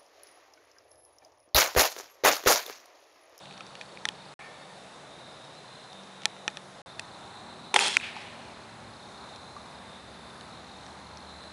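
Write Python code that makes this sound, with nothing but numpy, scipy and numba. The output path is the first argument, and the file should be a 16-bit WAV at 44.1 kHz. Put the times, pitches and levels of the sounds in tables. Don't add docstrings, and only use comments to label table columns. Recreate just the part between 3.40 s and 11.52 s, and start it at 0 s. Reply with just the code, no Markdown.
import sys
import numpy as np
from scipy import signal
from scipy.io import wavfile
from scipy.ndimage import uniform_filter1d
from numba import njit

SR = 44100
rng = np.random.default_rng(int(sys.argv[2]) if len(sys.argv) > 2 else 0)


def to_wav(s):
    ch = np.atleast_2d(s).T
    pcm = np.round(np.clip(ch, -1, 1) * 32767)
    wavfile.write(sys.argv[1], SR, pcm.astype(np.int16))


def makeup_ratio(level_db):
    decades = np.asarray(level_db, float) / 20
    return 10 ** decades


N = 358091
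T = np.arange(N) / SR

# start_s, end_s
GAPS = [
    (.940, .9915),
    (3.418, 3.4605),
]
# start_s, peak_db, snap_hz, snap_t60_s, foam_db
HIT = [
    (4.5686, 4.5, 2380, 0.005, -13.5),
    (4.5711, -18, 2700, .007, 2),
    (4.5995, -27, 2500, .02, -12),
    (4.6115, -26, 1950, .008, -10),
    (4.7655, -33.5, 850, 0.04, 3),
    (6.165, -33.5, 1164, 0.055, -8),
]


@njit
def svf(x, hz, width):
    y, band, low = np.empty(len(x)), 0., 0.
    g, k = np.tan(np.pi * hz / SR), width / hz
    for i in range(len(x)):
        v = (band + g * (x[i] - low)) / (1 + g * (g + k))
        band, low, y[i] = 2 * v - band, low + 2 * g * v, k * v
    return y


def unit(x):
    return x / np.sqrt(np.mean(x ** 2))


def walk(rate, size=N):
    hold = int(SR / rate)
    steps = np.repeat(rng.standard_normal(size // hold + 2), hold)
    return 1.3 * uniform_filter1d(uniform_filter1d(steps, hold), hold)[:size]


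def window(start, end, edge):
    return np.clip(np.minimum(T - start, end - T) / edge, 0, 1)


def course(rows):
    s, db = np.transpose(rows)
    return window(s[0] - .002, s[-1] + .002, .003) * makeup_ratio(np.interp(T, s, db))


def swell(s, db, rise_s, t60):
    t = T - s
    decay = makeup_ratio(db - 60 * np.clip(t - rise_s, 0, 9) / t60)
    return decay * np.clip(t / rise_s, 0, 1) ** 1.3


def placed(x, start):
    out, a = np.zeros(N), int(start * SR)
    out[a:a + len(x)] = x[:N - a]
    return out


def resonate(x, peaks):
    out = 0
    for hz, width, db in peaks:
        hz, width = 1. * hz, 1.58 * width
        out = out + makeup_ratio(db) * unit(svf(svf(x, hz, width), hz, width))
    return unit(out)


def traffic():
    # band_hz, level_db per Hz
    spectra = [
        [(15, -67), (25, -37), (43, -18), (114, -10.5), (136, -3.5), (167, -2.5), (190, -7.5), (370, -8), (650, -1.5), (798, -3.5), (2660, -16.5), (3720, -15), (4340, -18.5), (10400, -26.5), (11500, -42), (15000, -72), (22000, -120)],
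        [(15, -57), (25, -24), (57, -12), (75, -4), (163, 1), (233, -6.5), (258, -2), (379, -4), (410, -5.5), (840, 1), (3030, -17.5), (4120, -17), (5330, -21), (10600, -26), (11500, -48), (15000, -78), (22000, -120)],
    ]
    # start_s, end_s, pitch_hz, from_db, to_db
    motors = [
        (0, .94, 192, -61.5, -63.5),
        (1.2, 2.4, 193, -66.5, -79),
        (2.5, 3.42, 192, -58, -63),
        (4, 8.2, 194, -65, -62.5),
        (0, 3.42, 145, -68, -68.5),
        (4, 8.7, 231, -59, -68.5),
        (3.46, 7.6, 386, -64.5, -68.5),
        (5, 8.2, 64, -73, -60),
        (3.5, 5.6, 102, -66.5, -64),
    ]
    early = T < GAPS[1][1]
    early_db, late_db = -49, -50.6
    out, surge = 0, walk(0.3)
    for hz in 25 * 2 ** np.arange(0, 9, 1 / 3):
        before, after = (np.interp(np.log(hz), np.log(np.transpose(c)[0]), np.transpose(c)[1])
                         for c in spectra)
        high = np.clip(np.log2(hz / 1500), 0, 1)
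        level = (1 - high) * np.where(early, early_db, late_db) + high * (early_db + late_db) / 2
        db = np.where(early, before, after) + 10 * np.log10(hz / 4) + level
        gain = makeup_ratio(db - 27.5 + .5 * surge + walk(6.6))
        out = out + gain * resonate(rng.standard_normal(N), [(hz, hz / 4, 0)])
    for start, end, hz, from_db, to_db in motors:
        rise_hz_per_s = 3.8 if hz < 120 else 0
        pitch = (hz + rise_hz_per_s * (T - start)) * (1 + 0.00574 * walk(3))
        gain = makeup_ratio(np.interp(T, [start, end], [from_db, to_db]) + 3.5 + 2 * walk(4.1))
        out = out + gain * window(start, end, 0.046) * np.sin(2 * np.pi * np.cumsum(pitch) / SR)
    return out


def far_crickets():
    # time_s, level_db
    swells = [
        [(0.0, -58), (0.48, -60), (0.93, -59)],
        [(1.0, -59.5), (1.96, -56), (2.12, -57.5), (2.93, -60), (3.3, -62), (3.41, -56)],
        [(3.47, -53), (3.64, -56.5), (4.36, -58), (4.56, -51), (5.07, -62), (6.03, -56.5), (6.28, -58),
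         (7.86, -58.5), (8.12, -54)],
    ]
    # centre_hz, width_hz, level_db
    bands = [
        [(3658, 250, 0)],
        [(3975, 260, 0)],
    ]
    hiss = 0
    for db, band in zip((-3.5, -5.5), bands):
        gain = makeup_ratio(db + 1.7 * walk(30) + 1.5 * walk(3.01))
        hiss = hiss + gain * resonate(rng.standard_normal(N), band)
    return hiss * sum(course(rows) for rows in swells)


def cricket(start, end, hz, rate, db, fall, sounding):
    out, a, b = np.zeros(N), int(start * SR), min(int(end * SR), N)
    cycles = np.cumsum(rate * (1 + 0.0202 * walk(3.7, b - a))) / SR
    stroke = np.clip(cycles % 1 / sounding, 0, 1)
    pitch = hz * (1 + .003 * walk(8, b - a) + .003 * walk(60, b - a) - fall * (stroke - .5))
    tone = np.sin(np.pi * stroke) ** 1.2 * np.sin(2 * np.pi * np.cumsum(pitch) / SR)
    out[a:b] = makeup_ratio(db + 1.4 * walk(40.1, b - a)) * unit(tone)
    return out * window(start, end, 0.025)


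def near_crickets():
    # start_s, end_s, pitch_hz, strokes_per_s, level_db
    chirpers = [
        (0, .94, 4350, 31, -62.5),
        (3.46, 6.4, 4200, 32.4, -62.5),
        (5.05, 5.6, 4900, 30, -72),
        (6.2, 7.05, 4900, 26, -70),
        (6.4, 7.2, 4150, 38, -66),
        (7.1, 8.2, 4180, 43, -60.5),
    ]
    # start_s, end_s, pitch_hz, level_db
    trillers = [(0, .3, 3700, -63), (.05, .5, 4480, -66), (3.46, 4.3, 3600, -64), (.75, .94, 3700, -63),
                (1, 1.4, 4490, -65.5), (1.08, 1.2, 3400, -64), (1.2, 1.6, 3640, -65.5),
                (1.3, 1.45, 4100, -66), (1.6, 2.0, 4020, -66), (1.7, 2.18, 3730, -60.5),
                (2.15, 2.55, 4090, -59.5), (2.48, 2.62, 3625, -58.5), (2.65, 3.26, 3650, -64),
                (2.7, 3.1, 3880, -64), (5.6, 6.1, 3700, -64), (5.75, 6.25, 4030, -61),
                (6.45, 7.1, 3580, -63), (6.68, 7.12, 4470, -65), (7.1, 7.5, 3750, -63),
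                (7.86, 8.2, 4060, -57)]
    chirps = sum(cricket(*row, fall=.15, sounding=.32) for row in chirpers)
    trills = sum(cricket(start, end, hz, rng.uniform(30, 60), db, fall=.012, sounding=.9)
                 for start, end, hz, db in trillers)
    return chirps + trills


def scatter():
    # start_s, peak_db, rise_s, t60_s
    returns = [
        (4.575, -48, .004, 0.42),
        (4.582, -35, .058, 0.51),
        (4.762, -44, 0.0044, .5),
        (4.74, -46.5, 0.028, 1.9),
    ]
    # start_s, peak_db, rise_s, t60_s
    knock_tail = [
        (0.9913, -47, .002, 0.23),
        (.9915, -50.5, .002, 1.5),
    ]
    # centre_hz, width_hz, level_db
    knock_colour = [(797, 99, -6), (1810, 86, 1.5), (2210, 240, 0.5), (2200, 1400, -8)]
    wash = rng.standard_normal(2 * SR) * makeup_ratio(walk(90, 2 * SR))
    trunks = resonate(wash, [(1930, 680, 2), (2420, 600, 0), (2700, 1500, 1)])
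    slope = resonate(wash, [(850, 50, -1.3), (905, 490, -0.44)])
    leaves = resonate(wash, [(5500, 4400, -1), (900, 500, -2)])
    shot = sum(swell(*row) * placed(colour, HIT[0][0])
               for row, colour in zip(returns, (leaves, trunks, slope, trunks)))
    knock = placed(resonate(wash, knock_colour), GAPS[0][0])
    return shot + sum(swell(*row) for row in knock_tail) * knock


def ring(hz, t60):
    t = np.arange(8192) / SR
    return np.sin(2 * np.pi * hz * t) * 1000 ** (-t / max(t60, .002))


def knocks(events, modes, crack_s, crack_hz, spread, scatter_db, rise_s):
    out, t = np.zeros(N + 8192), np.arange(8192) / SR
    for s, db, hz, t60, crack_db, body_db in events:
        centre = np.sqrt(hz * crack_hz)
        crack = resonate(rng.standard_normal(8192), [(centre, spread * centre, 0)]) * np.exp(-t / crack_s)
        body = 0
        for mode_hz, mode_db, mode_t60 in modes:
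            loudness, detune = rng.standard_normal(2)
            gain = makeup_ratio(mode_db + scatter_db * loudness) * np.sign(detune)
            body = body + gain * ring(mode_hz * (1 + 0.0094 * detune), mode_t60)
        blow = ring(hz, t60) + makeup_ratio(crack_db) * crack + makeup_ratio(body_db) * body
        a = int(s * SR)
        out[a:a + 8192] += makeup_ratio(db) * blow * (1 - np.exp(-t / rise_s))
    return signal.sosfilt(signal.butter(2, 180, "high", fs=SR, output="sos"), out[:N])


def cracking(events, crack_db):
    return [(s, db, hz, t60, crack_db + 4 * np.log2(hz / 2500), body_db)
            for s, db, hz, t60, body_db in events]


def handling():
    # start_s, peak_db, snap_hz, crack_db, body_db
    clicks = [
        (.6535, -12.5, 3720, -5.5, -13),
        (.6543, -13.5, 1800, -14, -19),
        (0.6878, -9.5, 3240, -10.5, -18),
        (2.8556, -9.5, 3280, -1, -10.5),
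        (3.0789, -13, 3050, -19, -6.5),
        (3.1712, -23.5, 3500, -11, -11),
        (3.5943, -23, 1770, -6, -26),
        (3.5955, -16.5, 2560, -5, -17),
    ]
    # start_s, peak_db, snap_hz
    ticks = [(.056, -36.5, 2800), (.072, -41, 2600), (.11, -41, 2500), (.125, -44, 2700), (.14, -44, 2600),
             (.178, -37, 2500), (.207, -33, 2600), (.266, -43, 5770), (.353, -32.5, 2780),
             (.412, -29.5, 3230), (.419, -37, 3000), (.573, -35, 2400), (1.93, -49, 5000),
             (2.05, -48, 5300), (2.15, -50, 5300), (2.44, -48, 4800), (2.53, -42.5, 4900),
             (2.635, -48, 5500), (2.819, -39, 2600), (2.834, -34, 2760), (2.887, -46, 2400),
             (2.912, -43, 2100), (2.965, -39, 1400), (3.101, -41, 4690), (5.219, -42, 3180),
             (5.96, -41.5, 5170), (7.01, -38, 4450), (7.464, -42, 4500), (7.772, -43, 5800),
             (8.037, -43, 3600)]
    # mode_hz, level_db, t60_s
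    grip = [(350, -18, 0.013), (565, -4.5, 0.0062), (852, -9.5, 0.05), (1313, -6.5, 0.02),
            (1800, -2, 0.021), (2460, 0.5, 0.016), (3470, -4, 0.014), (4200, -7.5, 0.013),
            (5690, 2, 0.0067), (6850, -13, 0.0042)]
    firm = [(s, db, hz, 13.6 / hz, crack_db, body_db) for s, db, hz, crack_db, body_db in clicks]
    faint = cracking([(s, db, hz, 0.0097, -12.5) for s, db, hz in ticks], crack_db=-1.5)
    return (knocks(firm, grip, crack_s=.0007, crack_hz=6000, spread=1.2, scatter_db=1, rise_s=.0001)
            + knocks(faint, grip, crack_s=0.0013, crack_hz=3400, spread=0.47, scatter_db=6, rise_s=0.0003))


def rattle():
    # time_s, level_db
    shake = [(4.346, -34), (4.357, -36.5), (4.364, -25), (4.372, -33), (4.393, -34), (4.408, -26),
             (4.476, -27), (4.51, -34), (4.566, -35)]
    # level_db at the loose, fade_db_per_s
    layer_mix = [
        (3, 83),
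        (0, 1.5),
        (-5, 32),
    ]
    # centre_hz, width_hz, level_db
    hum = [(436, 60, -11), (605, 340, -4), (850, 135, -0.5), (1120, 840, -1.5)]
    buzz = [(2070, 1300, 5), (2630, 270, 0), (3250, 310, 8), (4040, 180, -3), (3000, 2200, 13)]
    fizz = [(5500, 300, 1), (6700, 2900, 8), (8340, 1300, -2), (8900, 2800, -18)]
    size = SR // 2
    since = np.arange(size) / SR
    unevenness = makeup_ratio(1.5 * rng.exponential(size=size)) * makeup_ratio(1.5 * walk(300, size))
    mix = 0
    for (db, fade), peaks in zip(layer_mix, (hum, buzz, fizz)):
        taps = unevenness * rng.standard_normal(size)
        mix = mix + makeup_ratio(db - fade * since) * resonate(taps, peaks)
    return course(shake) * placed(mix, shake[0][0] - .002)


def loose():
    # start_s, peak_db, snap_hz, snap_t60_s, limbs_db
    blows = [
        (4.3407, -14.5, 980, 0.013, -18.5),
        (4.3422, -12, 2420, .012, -17),
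        (4.3430, -11.5, 6570, 0.0046, -11),
        (4.3602, -22, 4970, 0.009, -5.5),
        (4.3617, -1, 2050, 0.006, -16),
        (4.3622, -9.5, 940, 0.017, -25),
        (4.3628, -9, 3070, 0.0096, -14),
        (4.3908, -7, 2500, 0.0066, -24),
        (4.3982, -21, 7100, .01, -23),
        (4.4815, -19.5, 8750, 0.0058, -18),
    ]
    # mode_hz, level_db, t60_s
    limbs = [(384.6, -7.5, 0.14), (480, -8.5, 0.04), (843, 1, 0.038), (1320, 2, 0.017),
             (2500, 10.5, 0.0075), (3670, 5, 0.011), (6800, -2.5, 0.007)]
    return knocks(cracking(blows, crack_db=-6), limbs, crack_s=0.00081, crack_hz=6860, spread=1.3,
                  scatter_db=0.5, rise_s=0.00018)


def target():
    # mode_hz, level_db, t60_s
    foam = [(250, -28, 0.063), (318, -25.5, 0.047), (940, -9, 0.0077), (1400, -3.5, 0.0065),
            (2100, -28, 0.01), (4800, -6, .005), (6930, -18, 0.0073)]
    return knocks(cracking(HIT, crack_db=-17.5), foam, crack_s=.0008, crack_hz=12000, spread=1.2,
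                  scatter_db=1, rise_s=.0002)


def scene():
    meadow = traffic() + far_crickets() + near_crickets()
    bow = handling() + loose() + rattle()
    return (meadow + scatter() + bow + target())[None]


def band_limit(x):
    return signal.sosfilt(signal.butter(12, 12290, fs=SR, output="sos"), x)


def record(dry):
    top = signal.ellip(8, .05, 45, 11000, fs=SR, output="sos")
    x = signal.sosfilt(signal.butter(2, 35, "high", fs=SR, output="sos"), dry)
    x = np.clip(signal.sosfilt(top, x), -.67, .67)
    x = signal.sosfilt(top, x)
    for start, end in GAPS:
        x = x * (1 - window(start, end, .0005))
    return band_limit(x)


dry = scene()
out = record(dry)
to_wav(out)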